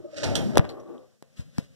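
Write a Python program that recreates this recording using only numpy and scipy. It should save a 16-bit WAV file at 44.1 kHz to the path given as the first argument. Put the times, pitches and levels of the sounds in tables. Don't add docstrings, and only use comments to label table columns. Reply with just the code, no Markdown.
import sys
import numpy as np
from scipy import signal
from scipy.fft import rfft, irfft
from scipy.io import wavfile
from scipy.ndimage import uniform_filter1d

SR = 44100
rng = np.random.default_rng(int(sys.argv[2]) if len(sys.argv) > 2 else 0)


def store_wav(level_fs):
    pcm = np.round(np.clip(np.atleast_2d(level_fs), -1, 1) * 32767)
    wavfile.write(sys.argv[1], SR, pcm.T.astype(np.int16))


N = 77175
TIME = np.arange(N) / SR
FROM_LEFT, FROM_RIGHT = 1, -1
ATTACK_S = 0.001485

# f/Hz, level/dB
DOOR_SIDE = [(100, 4.5), (500, -4.5), (1200, 1), (2500, -4), (4500, -7), (8000, -11), (11000, -17.5),
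             (15000, -7.5)]
CENTRED = [(100, 4), (500, 1.8), (2000, 0.85), (15000, 0.019)]
CLOSE_SIDE = [(100, 2.5), (500, 3), (2000, 0), (15000, 4.5)]


def amp(db):
    return 10 ** (np.asarray(db) / 20)


def evened(x):
    return x / np.sqrt(np.mean(x ** 2) + 1e-20)


def read(points, hz):
    f, value = np.transpose(points)
    return np.interp(np.log(hz + 1), np.log(f + 1), value)


def level(points):
    return amp(np.interp(TIME, *np.transpose(points)))


def add(mix, s, sound):
    part = mix[:, round(s * SR):][:, :sound.shape[1]]
    part += sound[:, :part.shape[1]]


def noise(colour):
    hz = np.fft.rfftfreq(N, 1 / SR)
    return evened(irfft(rfft(rng.standard_normal((2, N))) * amp(read(colour, hz)), N))


def wander(shape, span_s):
    return evened(uniform_filter1d(rng.standard_normal(shape), int(span_s * SR)))


def steadied(x, span_s):
    return x / np.sqrt(abs(uniform_filter1d(x ** 2, int(span_s * SR), axis=-1)) + 1e-12)


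def burst(colour, t60, attack_s):
    return noise(colour) * np.minimum(TIME / attack_s, 1) * amp(-60 * TIME / t60)


def swell(peak_s, sharpness):
    return (TIME / peak_s * np.exp(1 - TIME / peak_s)) ** sharpness


def singing(modes, span_s):
    hz, out = np.fft.rfftfreq(N, 1 / SR), np.zeros((2, N))
    for f, width, db in modes:
        tone = irfft(rfft(rng.standard_normal((2, N))) / (1 + ((hz - f) / width) ** 4), N)
        out += amp(db) * steadied(tone, span_s)
    return evened(out)


def ports(pair, side, balance, diffuse):
    delay_s, padded = 0.0004434, N + 4096
    hz = np.fft.rfftfreq(padded, 1 / SR)
    direct, scattered = rfft(pair, padded) * np.sqrt([[1 - diffuse], [diffuse]])
    shift = np.exp(-2j * np.pi * hz * delay_s * side)
    tilt = amp(read(balance, hz))
    left = (direct + scattered) * tilt
    right = -(direct * shift + scattered / shift)
    return irfft(np.array([left, right]) * np.sqrt(2 / (1 + tilt ** 2)), padded)[:, :N]


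def corridor():
    # f/Hz, level/dB
    hum_colour = [(20, -22.5), (60, 1), (130, 7.5), (330, -8), (530, 5.5), (900, -14), (2000, -17.5),
                  (5500, -21.5), (10000, -34), (15000, -34), (16500, -45.5)]
    hiss_colour = [(100, -6.5), (3000, -6.5), (7000, 1), (10000, -5.5), (15000, -11), (16500, -25.5)]
    # t/s, level/dB
    hum_curve = [(0, -61), (1.05, -60.5), (1.17, -67.5), (1.205, -96), (1.24, -67), (1.75, -68)]
    hum = ports(noise(hum_colour) * level(hum_curve), FROM_LEFT, CLOSE_SIDE, diffuse=0.4)
    return hum + amp(-76) * noise(hiss_colour)


def handling():
    # f/Hz, level/dB
    rustle_colour = [(30, -4), (90, 8), (200, 21.5), (400, 2), (900, -14), (1500, 0.5), (3000, -1),
                     (5600, -2.5), (8000, -9.5), (12000, -16.5), (16000, -26)]
    panel_colour = [(30, -24), (75, 1), (140, 6), (240, -3.5), (350, -20), (520, -12.5), (800, -32.5),
                    (3000, -44.5)]
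    # t/s, level/dB
    rustle_curve = [(1.2, -98), (1.24, -85), (1.28, -72), (1.355, -65), (1.375, -49.5), (1.405, -46.5),
                    (1.44, -61), (1.52, -64.5), (1.578, -52), (1.594, -42.5), (1.615, -54.5), (1.65, -54.5),
                    (1.68, -66), (1.75, -62)]
    panel_curve = [(1.2, -101.5), (1.26, -72.5), (1.38, -71), (1.42, -56.5), (1.48, -48), (1.52, -63),
                   (1.58, -53.5), (1.61, -43), (1.66, -54.5), (1.75, -55)]
    # f/Hz, width/Hz, level/dB
    panel_notes = [(81.9, 8, -1), (140, 10, 6.5), (164, 8.4, 0), (250, 18, -6), (270, 14, -8),
                   (556, 16, -13)]
    shudder = amp(-5) * steadied(noise(panel_colour), span_s=0.05)
    shudder += amp(-0.5) * singing(panel_notes, span_s=0.069)
    rustle = noise(rustle_colour) * level(rustle_curve)
    return ports(rustle + shudder * level(panel_curve), FROM_LEFT, CLOSE_SIDE, diffuse=0.25)


def drone():
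    # f/Hz, width/Hz, level/dB
    notes = [(140, 10, 0), (212, 16, -2.5), (232, 10, -1.5)]
    # t/s, level/dB
    curve = [(.33, -60.5), (.41, -34.5), (.47, -27), (.53, -31), (.68, -70.5)]
    return ports(singing(notes, span_s=0.059) * level(curve), FROM_RIGHT, CENTRED, diffuse=0.54)


def rolling():
    # f/Hz, level/dB
    rumble_colour = [(25, -35), (50, -9.5), (100, 0.5), (220, -4.5), (330, -5), (620, -23), (850, -23.5),
                     (1100, -30), (2000, -28.5), (5000, -62)]
    hum_colour = [(40, -36), (110, -6), (230, -4.5), (350, 1), (560, -5), (800, -11), (950, -20),
                  (1150, -10.5), (1350, -23), (2000, -28.5), (4000, -47), (9000, -50.5)]
    # f/Hz, width/Hz, level/dB
    rumble_notes = [(101, 14, 0), (134, 30, 1), (184, 4.8, -10), (250.7, 19, 3), (387, 13, -0.5),
                    (483, 6.3, -10), (572, 42, -3.5), (669, 23, -3.5), (787, 25, -6), (900, 23, -24)]
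    hum_notes = [(271, 10, -0.5), (338, 13, 1), (391, 11, 0), (502.7, 85, -0.5), (460.4, 13, 1.5),
                 (598, 36, -2.5), (780, 10, -13.5), (1150, 12, -10), (1172, 7.6, -11.5)]
    # t/s, level/dB
    rumble_curve = [(0, -46.5), (.11, -74), (.17, -46.5), (.228, -43.5), (.248, -30), (.3, -26),
                    (.34, -30.5), (.42, -27.5), (.48, -33.5), (.53, -35), (.59, -25.5), (.655, -36),
                    (.7, -44.5), (.85, -57.5), (1.1, -91.5)]
    hum_curve = [(.54, -63), (.59, -38), (.66, -43), (.72, -40.5), (.8, -42), (.855, -48), (.895, -42.5),
                 (.945, -44), (1, -53), (1.05, -55.5), (1.08, -68), (1.15, -79)]
    rumble = amp(-1) * steadied(noise(rumble_colour), span_s=0.032)
    rumble += amp(-5.5) * singing(rumble_notes, span_s=0.3)
    hum = amp(-1.5) * steadied(noise(hum_colour), span_s=0.013)
    hum += amp(-3) * singing(hum_notes, span_s=1.0)
    return (ports(rumble * level(rumble_curve), FROM_RIGHT, CENTRED, diffuse=0.058)
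            + ports(hum * level(hum_curve), FROM_RIGHT, CENTRED, diffuse=0.88))


def scrape():
    # f/Hz, level/dB
    colour = [(200, -16.5), (900, -19.5), (1500, 8), (2300, 4), (3400, 1.5), (5300, 5), (7000, -3),
              (9500, -13.5), (13000, -36), (16000, -32.5)]
    # t/s, level/dB
    curve = [(0, -77), (.085, -70.5), (.127, -60.5), (.134, -56), (.161, -54), (.169, -41.5), (.19, -40),
             (.228, -43.5), (.26, -61), (.34, -57), (.55, -55), (.65, -64.5), (.75, -78)]
    grain = amp(2.2 * wander(N, span_s=0.00205))
    return ports(evened(noise(colour) * grain) * level(curve), FROM_RIGHT, DOOR_SIDE, diffuse=0.058)


def groan():
    # f/Hz, width/Hz, level/dB
    notes = [(318, 20, -2.5), (474, 50, -6), (615, 14, -3.5), (653, 21, -11.5), (1284, 30, -21)]
    # t/s, level/dB
    curve = [(0, -60), (.04, -52), (.055, -49), (.12, -54.5), (.14, -49.5), (.19, -42), (.24, -38.5),
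             (.3, -43.5), (.45, -45.5), (.52, -49), (.56, -29.5), (.62, -56), (.8, -61.5), (1.08, -87)]
    # t/s, level/dB, f/Hz, rise time/s
    slips = [(0, -35.5, 350, 0.0064), (0.037, -34, 350, 0.013), (.042, -35, 584, 0.012),
             (0.041, -67, 1240, .045), (.076, -43.5, 626, 0.013), (.127, -36, 576, 0.012),
             (0.124, -43, 283, 0.18), (.172, -32, 570, 0.011), (.224, -27.5, 586, 0.0081),
             (.232, -38.5, 880, 0.035), (.3, -34.5, 570, 0.048), (0.431, -29, 199, .04),
             (.53, -30, 589.4, 0.04), (0.879, -40.5, 347.7, 0.022), (.885, -44, 476.5, 0.017),
             (0.929, -41.5, 250.5, .022), (.97, -49, 515, 0.037)]
    out = singing(notes, span_s=0.015) * level(curve)
    for s, db, hz, peak_s in slips:
        waver = 0.095 * wander((2, N), span_s=0.012)
        note = amp(db) * swell(peak_s, sharpness=2) * np.sin(2 * np.pi * hz * TIME + waver)
        add(out, s, note * [[1], [0]])
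    return ports(out, FROM_RIGHT, CENTRED, diffuse=0.033)


def ticks():
    # t/s, level/dB, fade time/s, f/Hz
    hits = [(.691, -44, 0.084, 4300), (0.697, -49.5, 0.124, 4420), (0.7005, -51.5, 0.012, 11700),
            (0.799, -57.5, 0.052, 5920), (0.877, -62, 0.016, 3640), (0.9799, -55, 0.013, 3340)]
    # f/Hz, level/dB
    colour = [(300, 3), (1500, 5), (4000, 2.5), (6500, -6), (10000, -11.5), (16000, -28)]
    out, width_hz = np.zeros((2, N)), 400
    for s, db, t60, hz in hits:
        ring = amp(-1 - 60 * TIME / t60) * singing([(hz, width_hz, 0)], span_s=0.011)
        add(out, s, amp(db) * (burst(colour, t60, ATTACK_S) + ring))
    return ports(out, FROM_RIGHT, CENTRED, diffuse=0.058)


def bars():
    # f/Hz, level/dB, fade time/s
    notes = [(2643, -9.5, .14), (3213, 3.5, .2), (3235, 5.5, 0.055), (3350, 6, 0.097), (3490, -7, .22),
             (3700, -6, .15), (4250, -5, .15), (5502, -6, .15), (5780, 8, .06), (6470, -6.5, 0.25),
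             (7820, 6, 0.049), (8800, 0, 0.1), (10800, -5.5, .08)]
    flutter_cycles, roughness = 27, 0.5
    out = np.zeros((2, N))
    for hz, db, t60 in notes:
        flutter = wander((2, 2, N), span_s=flutter_cycles / hz)
        wobble = 1 + roughness * (flutter[0] + 1j * flutter[1])
        tone = np.exp(2j * np.pi * (hz * TIME + rng.random((2, 1))))
        out += amp(db - 60 * TIME / t60) * (wobble * tone).real
    return out / np.sqrt(1 + 2 * roughness ** 2)


def clacks():
    # t/s, tail/dB, crack/dB, ring/dB, top edge/Hz
    hits = [(0.232, -27.5, -30.5, -49.5, 8370), (0.2392, -36, -27, -50.5, 9950),
            (0.3534, -31, -20, -32.5, 15500)]
    # f/Hz, level/dB
    tail_colour = [(60, -12), (200, 0), (600, 10.5), (870, 0), (1050, -9), (1300, 1.5), (1700, 1.5),
                   (3200, -7), (5500, -7.5), (8000, -16), (12000, -20), (16000, -40.5)]
    crack_colour = [(200, -11.5), (1200, -6.5), (2300, -17), (2950, 9.5), (3300, 1.5), (3700, 5),
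                    (4400, 10.5), (5200, -7.5), (5780, 6.5), (6400, 0.5), (7200, 0.5), (7780, -19),
                    (8400, 0), (10400, -12), (11700, -9), (14000, -24.5), (16000, -54.5)]
    # f/Hz, fade time/s
    tail_fade = [(150, 1), (600, 0.77), (1500, 0.28), (3500, 0.57), (7000, 0.48), (14000, 0.68)]
    out = np.zeros((2, N))
    for s, tail_db, crack_db, ring_db, top_hz in hits:
        hz, t, bands = signal.stft(noise(tail_colour), SR, nperseg=256)
        fade = amp(-60 * t / read(tail_fade, hz)[:, None])
        tail = signal.istft(bands * fade, SR, nperseg=256)[1][:, :N]
        body = (amp(tail_db) * tail + amp(ring_db) * bars()) * np.minimum(TIME / ATTACK_S, 1)
        crack = amp(crack_db) * burst(crack_colour, t60=0.065, attack_s=ATTACK_S)
        add(out, s, signal.sosfilt(signal.butter(2, top_hz, fs=SR, output="sos"), body + crack))
    return ports(out, FROM_RIGHT, DOOR_SIDE, diffuse=0.15)


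def knocks():
    # t/s, push/dB, low edge/Hz, high edge/Hz, snap/dB, after-ring/dB
    blows = [(.556, -21.5, 504, 3170, -37, -29.5), (0.5726, 1, 240, 600, -7, -31.5),
             (0.5802, -14.5, 249.8, 3470, -14.5, -54), (0.5813, -11.5, 903, 4440, -19.5, -49),
             (0.5888, -18, 151.2, 1265, -55, -33), (0.5947, -13, 300, 1300, -52, -45),
             (.644, -30.5, 160, 1600, -61, -35.5), (0.652, -26, 201, 1810, -52, -60),
             (1.2246, -33, 122, 481.5, -39, -56), (1.395, -54.5, 143, 394, -63, -52.5),
             (1.5829, -22, 133.3, 1140, -26.5, -43.5)]
    # f/Hz, level/dB
    snap_colour = [(300, -6), (1100, -9.5), (2200, 12.5), (3300, -3.5), (4400, 7), (5800, 0.5), (8000, -2),
                   (10000, -5), (13000, -9.5), (16000, -19)]
    ring_colour = [(60, -22.5), (150, 0.5), (330, -5), (520, 8), (800, -8), (1600, -12), (3500, -21.5),
                   (8000, -41), (16000, -66)]
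    # t/s, level/dB, f/Hz, rise time/s
    thumps = [(0.5884, -5, 119.4, 0.0078), (0.638, -35, 95.5, 0.0075), (1.3913, -20, 95.7, 0.0057),
              (1.405, -33.5, 75.8, 0.011), (1.583, -12, 171, 0.005)]
    out, kick = np.zeros((2, N)), signal.unit_impulse(4096)
    for s, db, low_hz, high_hz, snap_db, ring_db in blows:
        push = signal.sosfilt(signal.butter(2, high_hz, fs=SR, output="sos"), kick)
        push = signal.sosfilt(signal.butter(3, low_hz, "high", fs=SR, output="sos"), push)
        add(out, s, amp(db) * np.array([push, push]) / abs(push).max())
        add(out, s, amp(snap_db) * burst(snap_colour, t60=0.0066, attack_s=0.0001))
        add(out, s, amp(ring_db) * burst(ring_colour, t60=0.18, attack_s=0.002))
    for s, db, hz, peak_s in thumps:
        thump = amp(db) * swell(peak_s, sharpness=5) * np.sin(2 * np.pi * hz * TIME)
        add(out, s, np.array([thump, thump]))
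    return ports(out, FROM_LEFT, CLOSE_SIDE, diffuse=0)


def scene():
    door = clacks() + ticks() + knocks() + groan() + scrape() + rolling() + drone()
    return door + handling() + corridor()


def record(dry):
    low_cut_hz, overload, top_hz = 51, 0.96, 16200
    hz = np.fft.rfftfreq(2 * N, 1 / SR)
    bass_cut = hz ** 3 / np.hypot(hz ** 3, low_cut_hz ** 3)
    thin = irfft(rfft(dry, 2 * N) * bass_cut)[:, :N]
    clipped = np.clip(thin, -overload, overload)
    treble_cut = signal.firwin(255, top_hz, window=("kaiser", 9), fs=SR)
    return signal.oaconvolve(clipped, treble_cut[None], "same")


dry = scene()
out = record(dry)
store_wav(out)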